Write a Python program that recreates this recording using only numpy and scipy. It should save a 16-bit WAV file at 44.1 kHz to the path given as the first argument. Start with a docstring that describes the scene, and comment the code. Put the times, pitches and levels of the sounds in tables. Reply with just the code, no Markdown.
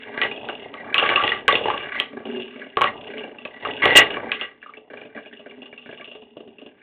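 """In a small room, two toy spinning tops roll in a thin plastic bowl. Their tips chatter on it and
make its floor hum; their rims clack and grind together. These contacts ring the bowl and the tops'
shells. As the tops slow down, only light taps are left. The room echoes over a faint steady hush,
and a microphone with a narrow range clips the hardest clashes."""
import sys
import numpy as np
from scipy import signal
from scipy.fft import rfft, irfft, next_fast_len
from scipy.io import wavfile
from scipy.ndimage import map_coordinates

SR = 44100
rng = np.random.default_rng(int(sys.argv[2]) if len(sys.argv) > 2 else 0)


def int16_out(signal):
    """Quantize to a 16-bit WAV file."""
    q = np.round(np.clip(np.atleast_2d(signal).T, -1, 1) * 32767)
    wavfile.write(sys.argv[1], SR, q.astype(np.int16))


N = 300762

# The notes (modes) of the bowl and of four shells. Each row: pitch in Hz, width in Hz, level in dB.
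BOWL_MODES = [(69.24, 110, -13), (260, 194.6, -6), (428.4, 148, -1.5), (621.4, 80, 1), (738.8, 94, -1.5),
              (887.7, 153, -4)]
UPPER_MODES = [(2548, 200, -7), (2816, 80, 3), (2915, 140, -2), (3374, 180, -12), (3712, 160, -14)]
TIP_MODES = [(1470, 110, -8), (1640, 110, 0), (2340, 80, -2)]
MIDDLE_MODES = [(1895, 35, -6), (1950, 32, -1), (2115, 32, -3)]
LOW_MODES = [(1095, 60, -6), (1165, 30, 0), (1360, 160, -11)]
SHELLS = [UPPER_MODES, TIP_MODES, MIDDLE_MODES, LOW_MODES]
# Runs of light touches. Each row: start and length in seconds, level in dB, pitch in Hz,
# dB added for the bowl.
RATTLES = [(0.34, 0.161, -31.5, 2602, -5.5), (2.131, 0.0704, -37, 1633, 1.5),
           (2.254, 0.1674, -26.5, 2833, 0), (2.559, 0.1185, -32, 2242, -4.5), (3.101, 0.153, -31, 2340, -3),
           (3.276, 0.0512, -41, 2965, 4.5), (3.385, 0.056, -30.5, 2726, -14.5),
           (4.106, 0.0363, -18, 2863, -10), (4.238, 0.094, -25.5, 1997, -7)]
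# Single taps of the slowing tops. Each row: start in seconds, level in dB, pitch in Hz,
# dB added for the bowl.
TAPS = [(4.617, -35.5, 2700, -30), (4.6279, -24.5, 1674, -24.5), (4.6612, -25, 1220, -26),
        (4.693, -28, 1211, -21.5), (4.7369, -27, 2270, -19.5), (4.7702, -29, 2687, -8),
        (4.9017, -27, 1623, -6.5), (4.935, -26.5, 1657, -3.5), (4.9724, -24.5, 2381, -10.5),
        (5.015, -27, 2385, -7), (5.0515, -34, 2516, -2), (5.1486, -28.5, 1934, -4.5),
        (5.1636, -29, 2365, -5.5), (5.175, -23.5, 1630, -12.5), (5.2591, -29, 2438, -8),
        (5.3284, -26.5, 1782, -15), (5.393, -34, 2924, -4.5), (5.4603, -29.5, 1615, -4.5),
        (5.4951, -35.5, 2820, -17), (5.5098, -30.5, 2330, -19), (5.5763, -44.5, 2850, 4),
        (5.619, -26, 2756, -8), (5.6562, -30.5, 2838, -19.5), (5.7269, -29.5, 2305, -10),
        (5.7775, -25.5, 2747, -25.5), (5.825, -32.5, 2738, -23.5), (5.8589, -31.5, 1633, -5.5),
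        (5.8911, -28.5, 1650, -4.5), (5.926, -29, 1640, -7), (5.9751, -26.5, 2846, -19.5),
        (5.9968, -33, 1634, -4), (6.0098, -25, 2362, -16.5), (6.0443, -23, 2843, -26.5),
        (6.0757, -31.5, 2833, -8.5), (6.1151, -29.5, 2780, -8), (6.1504, -28.5, 2809, -5.5),
        (6.2212, -38, 2894, -5), (6.3679, -34.5, 2887, 0.5), (6.4033, -38.5, 2896, 1.5),
        (6.4752, -40, 2855, -4), (6.5844, -29.5, 2720, -16), (6.6153, -39, 2920, 3),
        (6.6613, -32, 2820, -6.5)]
OFF_PITCH_DB = 14  # how much less a shell rings far from the pitch struck


def amp(db):
    """Turn decibels into a gain."""
    return 10 ** (np.asarray(db) / 20)


def unit(x):
    """Scale x to an average power of 1."""
    return x / np.sqrt(np.mean(x ** 2) + 1e-20)


def along(points, hz):
    """Read between (Hz, value) points on a log scale."""
    f, v = np.transpose(points)
    return np.interp(np.log(hz + 1), np.log(f + 1), v)


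def curves(rows):
    """Give one value per sample for each column after the time."""
    times, *columns = np.transpose(rows)
    return [np.interp(np.arange(N) / SR, times, column) for column in columns]


def wobble(per_s):
    """A smooth curve through per_s random values a second."""
    return map_coordinates(rng.standard_normal(int(N * per_s / SR) + 4), [np.arange(N) * per_s / SR])


def filtered(x, response):
    """Multiply each frequency in x by response(Hz)."""
    size = next_fast_len(N + SR // 2)
    return irfft(rfft(x, size) * response(np.fft.rfftfreq(size, 1 / SR)), size)[..., :N]


def spells(start, hold, fade_s):
    """Each spell of rubbing starts at once, holds, then falls 60 dB in fade_s."""
    since = np.arange(N) / SR - start[:, None]
    return (since > 0) * amp(-60 * np.maximum(since - hold[:, None], 0) / fade_s)


def ring(force, modes, snap_db):
    """Pushed plastic rings at its modes; one extra, very wide mode is its dry snap."""
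    centre = np.mean(modes, axis=0)[0]
    modes = modes + [(centre, centre / 2, snap_db)]

    def body(f):
        return sum((-1) ** k * amp(db) * 1j * f * width / (hz * hz - f * f + 1j * f * width)
                   for k, (hz, width, db) in enumerate(modes))
    return filtered(force, body) / np.abs(filtered(signal.unit_impulse(N), body)).max()


def shell_levels(db, pitch_hz, loss_db=OFF_PITCH_DB):
    """Each shell's level in dB: full if it has a mode at the pitch struck, weaker further away."""
    octaves = np.array([np.abs(np.log2(np.array(modes)[:, :1] / pitch_hz)).min(axis=0)
                        for modes in SHELLS])
    return db - loss_db * np.tanh(octaves / 0.13)


def chatter(per_s, spread_db, turn_db, drift_db):
    """The tips make tiny uneven contacts, pressed harder once each turn."""
    # The slowing wobble of the tips. Each row: time in seconds, turns per second.
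    spin = [(0, 38), (6.82, 28)]
    size = rng.standard_normal(N) * amp(spread_db * np.minimum(rng.exponential(size=N), 3))
    turn = np.cos(2 * np.pi * np.cumsum(curves(spin)[0] * (1 + 0.09325 * wobble(5.4))) / SR)
    contacts = rng.random(N) < per_s / SR
    return unit(contacts * size * amp(turn_db * turn + drift_db * (wobble(17) + wobble(5.45))))


def floor_hum():
    """Friction makes the bowl's floor hum; the pitch drifts as the tops wander."""
    # Each row: pitch in Hz, random changes per second, level in dB.
    floor_notes = [(255.2, 72, -2), (408.44, 55, -1)]
    flutter = amp(1.9 * wobble(18))
    hum = 0
    for hz, per_s, db in floor_notes:
        gain = amp(db + 1.8 * wobble(6.6))
        phase = 2 * np.pi * np.cumsum(hz * (1 + 0.018 * wobble(2.5))) / SR
        hum += gain * unit(wobble(per_s) * np.cos(phase) + wobble(per_s) * np.sin(phase))
    return unit(flutter * hum)


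def rolling():
    """Dragging tips make the floor hum, the wall scrape and the shells shiver, more so as rims grind."""
    # Each row: time in seconds, then levels in dB for floor, wall, three lower shells, upper shell.
    roll_levels = [(0.0, -42.5, -43.5, -44.5, -43.5), (0.23, -36.5, -41, -37.5, -50.5),
                   (0.4, -46.5, -36, -54, -40.5), (0.76, -41.5, -40, -52, -50.5),
                   (0.99, -40, -40.5, -36.5, -67), (1.12, -56.5, -41.5, -33, -28.5),
                   (1.41, -41.5, -48.5, -44.5, -52), (1.69, -52.5, -40, -36.5, -50.5),
                   (1.9, -39, -44.5, -39, -40), (2.05, -44, -55.5, -47.5, -48.5),
                   (2.35, -41, -43, -44, -47.5), (2.66, -48.5, -56, -50.5, -49.5),
                   (3.04, -40.5, -40, -48.5, -46), (3.46, -54.5, -57, -51.5, -50),
                   (3.68, -42, -42.5, -46, -40.5), (3.82, -35.5, -39.5, -42.5, -38),
                   (4.03, -42, -37.5, -33, -42.5), (4.27, -43, -30, -37.5, -42),
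                   (4.42, -53.5, -69, -30, -62.5), (4.71, -70.5, -57.5, -76, -63),
                   (5.07, -57, -56.5, -58.5, -52), (5.53, -44.5, -57, -53.5, -55.5),
                   (5.98, -63.5, -57.5, -80, -51), (6.19, -51.5, -59.5, -63.5, -60),
                   (6.44, -55.5, -56, -69, -63), (6.82, -63.5, -67, -60.5, -56.5)]
    # The dB added to that level for each shell, in the order of SHELLS.
    shell_trims = [-4, -3.5, -7.5, -14]
    # Grinding rims. Each row: start and hold in seconds, level in dB, pitch in Hz, dB added for the bowl.
    grinds = [(0.055, 0.1, -51.5, 1165, -9), (0.217, 0.0457, -23, 1920, -9), (0.432, 0.11, -40.5, 2780, -1),
              (0.579, 0.12, -48, 1950, -9), (0.733, 0.083, -44.5, 1950, -15),
              (0.847, 0.033, -43, 1165, -14), (0.943, 0.305, -27.5, 1097, -6),
              (0.946, 0.44, -28, 3300, -14.5), (1.48, 0.027, -18.5, 2086, -12),
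              (1.551, 0.32, -35, 2840, -6), (1.921, 0.1045, -30, 1950, -9), (2.81, 0.07, -20, 1150, -11),
              (3.625, 0.088, -43.5, 1951, 5), (3.82, 0.125, -15.5, 2009, -13),
              (3.961, 0.0399, -7, 2115, -14.5), (3.953, 0.026, -8, 2915, -15.5)]
    hum_db, scrape_db, lower_db, upper_db = curves(roll_levels)
    start, hold, grind_db, grind_hz, wall_db = np.transpose(grinds)
    grind = spells(start, hold, fade_s=0.12)
    grind_gains = amp(shell_levels(grind_db, grind_hz)) @ grind

    # Light touches drag too, rubbing the floor and scuffing the shells.
    tap_drag_s = 0.0169
    light_rows = np.vstack([RATTLES, np.insert(TAPS, 1, tap_drag_s, axis=1)])
    start, hold, touch_db, touch_hz, bowl_db = light_rows.T
    drag = spells(start, hold, fade_s=0.075)
    rub = amp(touch_db + bowl_db - 7.5) @ drag
    scuffs = amp(shell_levels(touch_db - 27, touch_hz)) @ drag
    floor = (amp(hum_db) + rub) * floor_hum()
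    shared = chatter(per_s=1000, spread_db=4, turn_db=8, drift_db=7)

    def shiver(modes):
        """One part rings with the shared chatter plus its own."""
        own = chatter(per_s=750, spread_db=4, turn_db=4, drift_db=2)
        return unit(ring(shared + 2.86 * own, modes, snap_db=-19))

    shells = 0
    for k, roll_db in enumerate([upper_db] + 3 * [lower_db]):
        tilt_db = 5 * wobble(7)  # each shell comes and goes as the tops tilt
        shells += (amp(roll_db + shell_trims[k] + tilt_db) + grind_gains[k] + scuffs[k]) * shiver(SHELLS[k])
    wall = (amp(scrape_db) + amp(grind_db + wall_db) @ grind) * shiver(BOWL_MODES)
    return floor + wall + shells


def blows(hardness, t):
    """The force of each contact: brief when hard, longer when light, then small gritty rebounds."""
    age = t / (0.0028 * (1 - hardness) + 0.0011 * hardness)
    push = age * np.exp(-age) * rng.standard_normal(age.shape)
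    push /= np.linalg.norm(push, axis=1, keepdims=True)
    bounces = rng.random(age.shape) < 700 / SR  # about 700 a second
    rebounds = bounces * rng.standard_normal(age.shape) * amp(-60 * t / 0.1364)
    click = (0.021 + 0.55 * hardness) * signal.unit_impulse(len(t))
    return 0.768 * (1 - 0.699 * hardness) * push + click + 0.327 * rebounds


def clacks():
    """Clashes and touches crack and ring the shells; hard ones also ring the bowl's wall, light ones its floor."""
    # Rim hits rim. Each row: start in seconds, level in dB, pitch in Hz, dB added for bowl and for crack.
    clashes = [(0.189, -18, 1636, -21, -5), (0.216, -8.5, 2475, -28.5, 9), (0.223, -10.5, 1906, -16.5, -10),
               (0.234, -8, 2901, -10.5, -12.5), (0.314, -16.5, 2485, -8.5, -16.5),
               (0.362, -25, 3286, -16, -6), (0.488, -15.5, 1517, -4.5, 1.5), (0.741, -22.5, 1241, -14, 4),
               (0.944, -5.5, 2596, -21, 10), (0.981, -1, 2846, -19, -18.5), (0.997, -8, 2832, -20.5, -4.5),
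               (1.026, -11, 2810, -2, -6.5), (1.062, -9, 2767, -16, -6), (1.091, -3, 2309, -15, 2.5),
               (1.099, -12.5, 2025, -11.5, 7), (1.114, -9.5, 1168, -7.5, -11.5),
               (1.159, -2, 2670, -16.5, -2.5), (1.19, -13.5, 1130, -9.5, -14.5),
               (1.238, -8.5, 2902, -4.5, -10.5), (1.278, -8.5, 1920, -20, 8.5),
               (1.292, -11.5, 3403, -12.5, -4), (1.319, -4.5, 1906, -17.5, -1.5),
               (1.4805, -1.5, 1573, -12.5, 6.5), (1.487, -1, 1112, -19, 1), (1.509, -10, 2140, -26, -11.5),
               (1.526, -5, 3572, -10, -5), (1.541, -7.5, 1963, -14.5, -5), (1.549, -21.5, 606, 4.5, -16.5),
               (1.554, -2.5, 2794, -23, -11.5), (1.61, -22.5, 600, 4.5, -15.5),
               (1.642, -19, 2824, -3.5, -2.5), (1.657, -7, 910, -9.5, -11.5), (1.684, -8, 856, -8.5, -6),
               (1.702, -6, 1046, -23.5, -3), (1.738, -16, 1111, -1, -15.5), (1.991, -24, 3117, -23, 0.5),
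               (2.0005, -10, 3241, -24, 13), (2.617, -23, 1654, -31, -6.5), (2.771, -4.5, 1134, -10, 1.5),
               (2.811, -6.5, 935, -18.5, 0.5), (2.817, 0.5, 1129, -18, 1.5), (2.842, -8, 1130, -9, 7),
               (2.873, -11.5, 1903, -20, -14), (3.071, -25, 2837, -4, -11.5),
               (3.181, -20.5, 2891, -19.5, -29.5), (3.235, -26, 2757, -0.5, -8.5),
               (3.452, -18.5, 2613, -8.5, 4.5), (3.651, -11, 1267, -19, -1.5),
               (3.686, -20.5, 1890, -5, -19), (3.822, -6, 2127, -22.5, -5.5),
               (3.834, -2.5, 2175, -26, -11.5), (3.856, -2, 1926, -6, 8.5), (3.953, -3, 2685, -12, -4.5),
               (3.97, 2.5, 2637, -21.5, -9), (3.984, 0.5, 1952, -20.5, -9), (4.012, -3, 1904, -20, -13),
               (4.168, -18, 1146, -7, -12), (4.318, -9, 2545, -20.5, 9), (4.412, -11.5, 2838, -12.5, -16)]
    # The dry crack of the rims. Its one row: pitch in Hz, width in Hz, level in dB.
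    crack_mode = [(2836.2, 1104.7, 4)]
    t = np.arange(SR // 12) / SR
    start, level_db, pitch_hz, bowl_db, crack_db = np.vstack([clashes, touches()]).T
    hardness = np.clip((level_db[:, None] + 35.5) / 25, 0, 1)
    samples = np.round(start * SR).astype(int)[:, None] + np.arange(len(t))

    def place(sounds):
        return np.bincount(samples.ravel(), sounds.ravel(), N + SR)[:N]

    def force(db, share):
        return place(share * amp(db)[:, None] * blows(hardness, t))

    scatter_db = 3 * rng.standard_normal((len(start), len(SHELLS))).T
    loss_db = OFF_PITCH_DB + 6 * (1 - hardness[:, 0]) + scatter_db
    shells = sum(ring(force(db, 0.8), modes, snap_db=-17)
                 for db, modes in zip(shell_levels(level_db, pitch_hz, loss_db), SHELLS))
    crack = ring(np.bincount(samples[:, 0], amp(level_db + crack_db), N), crack_mode, snap_db=-3.5)
    wall = ring(force(level_db + bowl_db, 1.564 * np.sqrt(hardness)), BOWL_MODES, snap_db=-6)
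    floor = ring(force(level_db + bowl_db, 2.455 * np.sqrt(1 - hardness)), BOWL_MODES[1:4], snap_db=-34)
    # The struck spot rings briefly at its own pitch.
    rise = np.tanh(t / (0.001 * (1.05 - hardness)))
    fade = amp(level_db[:, None] - 3.5 - 60 * t / 0.033)
    spot = place(rise * fade * np.sin(2 * np.pi * pitch_hz[:, None] * t))
    return spot + crack + shells + wall + floor


def touches():
    """List the light contacts like clashes: one per turn in each rattle, then the single taps."""
    turn_s, scatter_s, scatter_db, crack_db = 0.035, 0.00194, 3, -20
    turns = np.arange(8)
    start, length, db, pitch_hz, bowl_db = np.transpose(RATTLES)[:, :, None] + np.zeros(len(turns))
    times = start + turn_s * turns + scatter_s * np.sign(turns) * rng.standard_normal(start.shape)
    db = db + scatter_db * rng.standard_normal(start.shape)
    rattles = np.stack([times, db, pitch_hz, bowl_db], axis=-1)[turn_s * turns <= length]
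    return np.pad(np.vstack([rattles, TAPS]), ((0, 0), (0, 1)), constant_values=crack_db)


def room_echo(x):
    """The room answers a moment later; its low notes last longest."""
    # Each row: frequency in Hz, seconds to fade by 60 dB.
    fade_times = [(200, 0.89), (1500, 0.19), (4000, 0.24)]
    hz, t, noise = signal.stft(rng.standard_normal(SR // 2), SR, nperseg=256)
    tail = signal.istft(noise * amp(-60 * t / along(fade_times, hz)[:, None]), SR, nperseg=256)[1]
    return signal.fftconvolve(np.pad(x, (300, 0)), tail / np.linalg.norm(tail))[:N]


def room_tone():
    """The room's steady, low hush."""
    # Each row: frequency in Hz, relative level in dB.
    colour = [(25, -29.5), (276, 0.5), (1250, -24.5), (2850, -23), (4400, -47.5), (5720, -99), (9680, -120)]
    return unit(filtered(rng.standard_normal(N), lambda hz: amp(along(colour, hz))))


def scene():
    """Mix the tops, their echo and the room tone."""
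    tops = rolling() + clacks()
    return (tops + amp(-11) * room_echo(tops) + amp(-64) * room_tone())[None]


def record(dry):
    """The microphone loses deep bass and treble; clipping adds new treble, whose very top is cut."""
    # Each row: frequency in Hz, gain in dB.
    microphone = [(20, -18.5), (100, -3), (300, -3.5), (3300, -0.5), (3800, -5.5), (4300, -15), (4800, -48),
                  (5300, -110)]
    ceiling, top_hz, edge_hz = 0.72, 15900, 300
    narrow = filtered(dry, lambda hz: amp(along(microphone, hz)))
    clipped = narrow / (1 + (narrow / ceiling) ** 24) ** (1 / 24)
    return filtered(clipped, lambda hz: np.clip((top_hz - hz) / edge_hz, 0, 1) ** 2)


dry = scene()
out = record(dry)
int16_out(out)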